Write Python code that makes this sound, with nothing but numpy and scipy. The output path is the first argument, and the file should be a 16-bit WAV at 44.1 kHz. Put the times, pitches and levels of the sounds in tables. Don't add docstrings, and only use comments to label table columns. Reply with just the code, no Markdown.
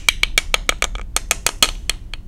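import sys
import numpy as np
from scipy import signal
from scipy.fft import rfft, irfft
from scipy.io import wavfile

SR = 44100
rng = np.random.default_rng(int(sys.argv[2]) if len(sys.argv) > 2 else 0)


def put_to_file(sound):
    columns = np.atleast_2d(sound).T
    safe = np.clip(columns, -1, 1)
    whole_steps = np.round(safe * 32767)
    wavfile.write(sys.argv[1], SR, whole_steps.astype(np.int16))


def nominal_scale(level):
    x = np.asarray(level, float) / 20
    return 10 ** x


N = 100151
PAD = 4410


def band(x, lo_hz, hi_hz):
    return signal.sosfilt(signal.butter(2, [lo_hz, hi_hz], "band", fs=SR, output="sos"), x)


def fade(t, t60):
    return np.exp(-np.log(1000) * t / t60)


def add(out, s, x):
    i = int(s * SR) + PAD
    out[:, i:i + x.shape[-1]] += x[..., :out.shape[1] - i]


def shaped_noise(gain):
    x = irfft(rfft(rng.standard_normal(N)) * gain, N)
    return x / np.sqrt(np.mean(x ** 2))


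# f/Hz, level/dB per Hz
HUSH_SPECTRUM = [(12, -39), (20, 7), (59, -6.5), (229, -28.5), (328, -28), (457, -42), (525, -40),
                 (1930, -54.5), (15000, -65)]


def ventilation():
    f = np.maximum(np.arange(N // 2 + 1) * SR / N, 1)
    hz, db = np.array(HUSH_SPECTRUM).T
    hush_db = np.interp(np.log(f), np.log(hz), db)
    hush = shaped_noise(nominal_scale(hush_db) * (f > 15))
    rumble = shaped_noise(1 / (1 + ((f - 37) / 13) ** 4))
    fan = shaped_noise(1 / (1 + ((f - 181.7) / 6) ** 2))
    return nominal_scale(-28.5) * hush + nominal_scale(-33.5) * rumble + nominal_scale(-52) * fan


# f/Hz, t60/s
ROOM_T60 = [(300, 0.42), (1000, 0.2), (2500, 0.18), (6000, .33), (14000, 0.075)]


def room(x):
    gap_s, rise_s, level_db = 0.0071, 0.0041, -19.5
    tail_db, tail_t60_s = -23.5, 0.95
    t = np.arange(SR) / SR
    hz, t60 = np.array(ROOM_T60).T
    echo = 0
    for f in 150 * 2. 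** np.arange(7):
        early = fade(t, np.interp(np.log(f), np.log(hz), t60))
        tail = nominal_scale(tail_db) * fade(t, tail_t60_s)
        noise = band(rng.standard_normal(SR), f / np.sqrt(2), f * np.sqrt(2))
        echo = echo + noise * (early + tail)
    echo = echo * np.clip((t - gap_s) / rise_s, 0, 1)
    echo = echo / np.sqrt(np.sum(echo ** 2))
    return nominal_scale(level_db) * signal.fftconvolve(x, echo)[:len(x)]


# t/s, level/dB
TICKS = [(0.479, -50), (.667, -47), (.785, -41), (.9655, -41), (1.03, -49), (1.288, -42.5), (1.432, -47),
         (1.586, -40.5), (1.748, -40), (1.852, -50.5), (2.2705, -38)]


def ticks():
    out, t = np.zeros((1, N + PAD)), np.arange(600) / SR
    for s, db in TICKS:
        add(out, s, nominal_scale(db) * rng.standard_normal(len(t)) * fade(t, 0.017))
    return band(out[0], 5000, 9500)


# f/Hz, level/dB in the raised grip, level/dB in the crossed grip, t60/s
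LOW_MODES = [(510, -5.5, -6.5, .02), (695, -7.5, -5.5, .02), (917, -13.5, -6.5, 0.018),
             (1255, -1, -1.5, 0.023), (1465, -7.5, -18.5, .02), (1683, -9.5, -5, 0.015)]
SPOON_SHAFT = [(2191, -9, -3.5, 0.016), (2305.6, 2.5, -7.5, 0.018), (2460, -16, 0, 0.016)]
SPATULA_BLADE = [(3008, -11.5, -1.5, 0.017), (3298, -1, -2.5, .028), (3736, -4.5, -12.5, 0.005),
                 (4333, -11.5, 0, .025)]
SPATULA_TINES = [(5773, -2, -8, .012), (6576, -1, -9, 0.0064), (6486, -0.5, 0.5, 0.013),
                 (7486, 1, -2.5, 0.01), (8232, -3.5, -2, 0.0099), (9210, -12, -2.5, 0.006),
                 (10760, -19.5, -33, .01), (12000, -34.5, -11, 0.0088)]
FAMILIES = (LOW_MODES, SPOON_SHAFT, SPATULA_BLADE, SPATULA_TINES)
FAMILY_DB = [
    -6.5,
    5.5,
    4.5,
    1,
]


def ring(family, s):
    scatter_db, detune = 2.5, .006
    t = np.arange(3000) / SR
    hz, raised_db, crossed_db, t60 = np.array(family).T[:, :, None]
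    mode_db = raised_db if s < 1.1 else crossed_db
    t60 = np.minimum(t60, .017 * (1 + 3000 / hz / 2))
    spot, shift, sign = rng.standard_normal((3, len(family), 1))
    gain = np.sign(sign) * nominal_scale(mode_db + scatter_db * np.tanh(spot))
    modes = gain * np.sin(2 * np.pi * hz * (1 + detune * shift) * t) * fade(t, t60)
    return modes.sum(axis=0)


# low f/Hz, high f/Hz, level/dB, t60/s
CRACKS = [
    (270, 1380, -2.5, 0.025),
    (1670, 3200, 3.5, 0.0059),
    (2930, 3920, 10, 0.02),
    (5040, 9800, 5, 0.011),
]
# from t/s, then level/dB of low modes, shaft, blade, tines
FACING = [
    (-1, 26, 20.7, 25, 22.9),
    (.5, 21.9, 20, 16, 14),
    (1.1, 30.4, 29.9, 22, 21.84),
    (1.8, 32, 23, 25.4, 11.5),
    (2.0, 29, 26.6, 24, 27),
]


def contact(s, levels_db):
    t = np.arange(3000) / SR
    rings, cracks, knocks = 0, [], []
    sends_db = [row[1:] for row in FACING if row[0] <= s][-1]
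    settings = zip(FAMILIES, CRACKS, levels_db, FAMILY_DB, sends_db)
    for family, (_, _, crack_db, crack_t60), blow_db, trim_db, send_db in settings:
        db = blow_db + trim_db
        rings = rings + nominal_scale(db) * ring(family, s)
        cracks.append(nominal_scale(db + crack_db) * rng.standard_normal(len(t)) * fade(t, crack_t60))
        knocks.append(nominal_scale(db + send_db) * (t == 0))
    return np.array([rings] + cracks + knocks)


# t/s, then level/dB into low modes, spoon shaft, spatula blade, tines
BOUNCES = [(.3866, -16.5, -16, -17, -17), (0.7237, -13.5, -34.5, -37, -49.5), (.8507, -14, -29, -55, -28),
           (0.9529, -15, -29, -30.5, -38.5), (0.983, -19.5, -34, -49, -41), (0.9948, -16, -39, -48, -43.5),
           (1.0137, -22.5, -32.5, -44, -40.5), (1.172, -15.5, -27, -35, -23), (1.174, -26.5, -25, -34, -25),
           (1.318, -11, -17, -29.5, -16.5), (1.472, -15.5, -28.5, -26.5, -22),
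           (1.4902, -8, -26, -27, -19.5), (1.6321, -3.5, -15, -15, -11.5), (1.636, -20, -19, -20.5, -15),
           (1.642, -15.5, -21.5, -22.5, -21), (1.6433, -12, -22, -22, -17.5), (1.649, -14.5, -26, -30, -22),
           (1.656, -14.5, -32, -26, -24), (1.6882, -14, -25.5, -21.5, -23), (1.753, -49.5, -46, -41.5, -51),
           (1.939, -36, -47, -59.5, -57.5)]


def bounces():
    rows = np.zeros((9, N + PAD))
    for s, *levels_db in BOUNCES:
        add(rows, s, contact(s, levels_db))
    return signal.sosfilt(signal.butter(2, 9000, fs=SR, output="sos"), rows)


# t/s, then level/dB into low modes, spoon shaft, spatula blade, tines
BLOWS = [(.0857, -12.5, 0.5, -2, -6), (0.2327, -10.5, -5, -7.5, -17.5), (.3774, -1.5, -0.5, -6, -4),
         (0.5417, 3.5, -5, -4, -8.5), (0.6918, 2.5, -6, -6.5, -8), (0.8227, 0, -10.5, -15, -12.5),
         (0.8416, -4, -22, -19, -12.5), (1.1643, -4, -16, -14.5, -5), (1.3106, -2, -12, -13.5, -2.5),
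         (1.4648, -2.5, -9.5, -15, 0.5), (1.6254, 3, -10, -1, 4), (1.8954, -8.5, -13.5, -13, -8.5),
         (2.136, -18, -24.5, -27.5, -35.5)]


def blows():
    rows = np.zeros((9, N + PAD))
    for s, *levels_db in BLOWS:
        add(rows, s, contact(s, levels_db))
    earlier_s, earlier_db = -0.099, 6
    add(rows, earlier_s, nominal_scale(earlier_db) * contact(earlier_s, BLOWS[0][1:]))
    return rows


def tools():
    rows = blows() + bounces()
    crack, knock = 0, 0
    for k, (lo_hz, hi_hz, _, _) in enumerate(CRACKS):
        sign = (-1) ** k
        crack = crack + sign * band(rows[1 + k], lo_hz, hi_hz)
        knock = knock + sign * band(rows[5 + k], lo_hz, hi_hz)
    near = rows[0] + crack
    return near + ticks(), nominal_scale(-8) * near + knock


def scene():
    direct, sent = tools()
    return ((direct + room(sent))[PAD:] + ventilation())[None]


def roll_off(x):
    return signal.sosfilt(signal.butter(12, 16510, fs=SR, output="sos"), x)


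def record(dry):
    ceiling, knee = .93, 5
    limited = ceiling * dry / (1 + np.abs(dry) ** knee) ** (1 / knee)
    low_pass = signal.ellip(8, .2, 60, 15800, fs=SR, output="sos")
    return roll_off(signal.sosfilt(low_pass, limited))


dry = scene()
out = record(dry)
put_to_file(out)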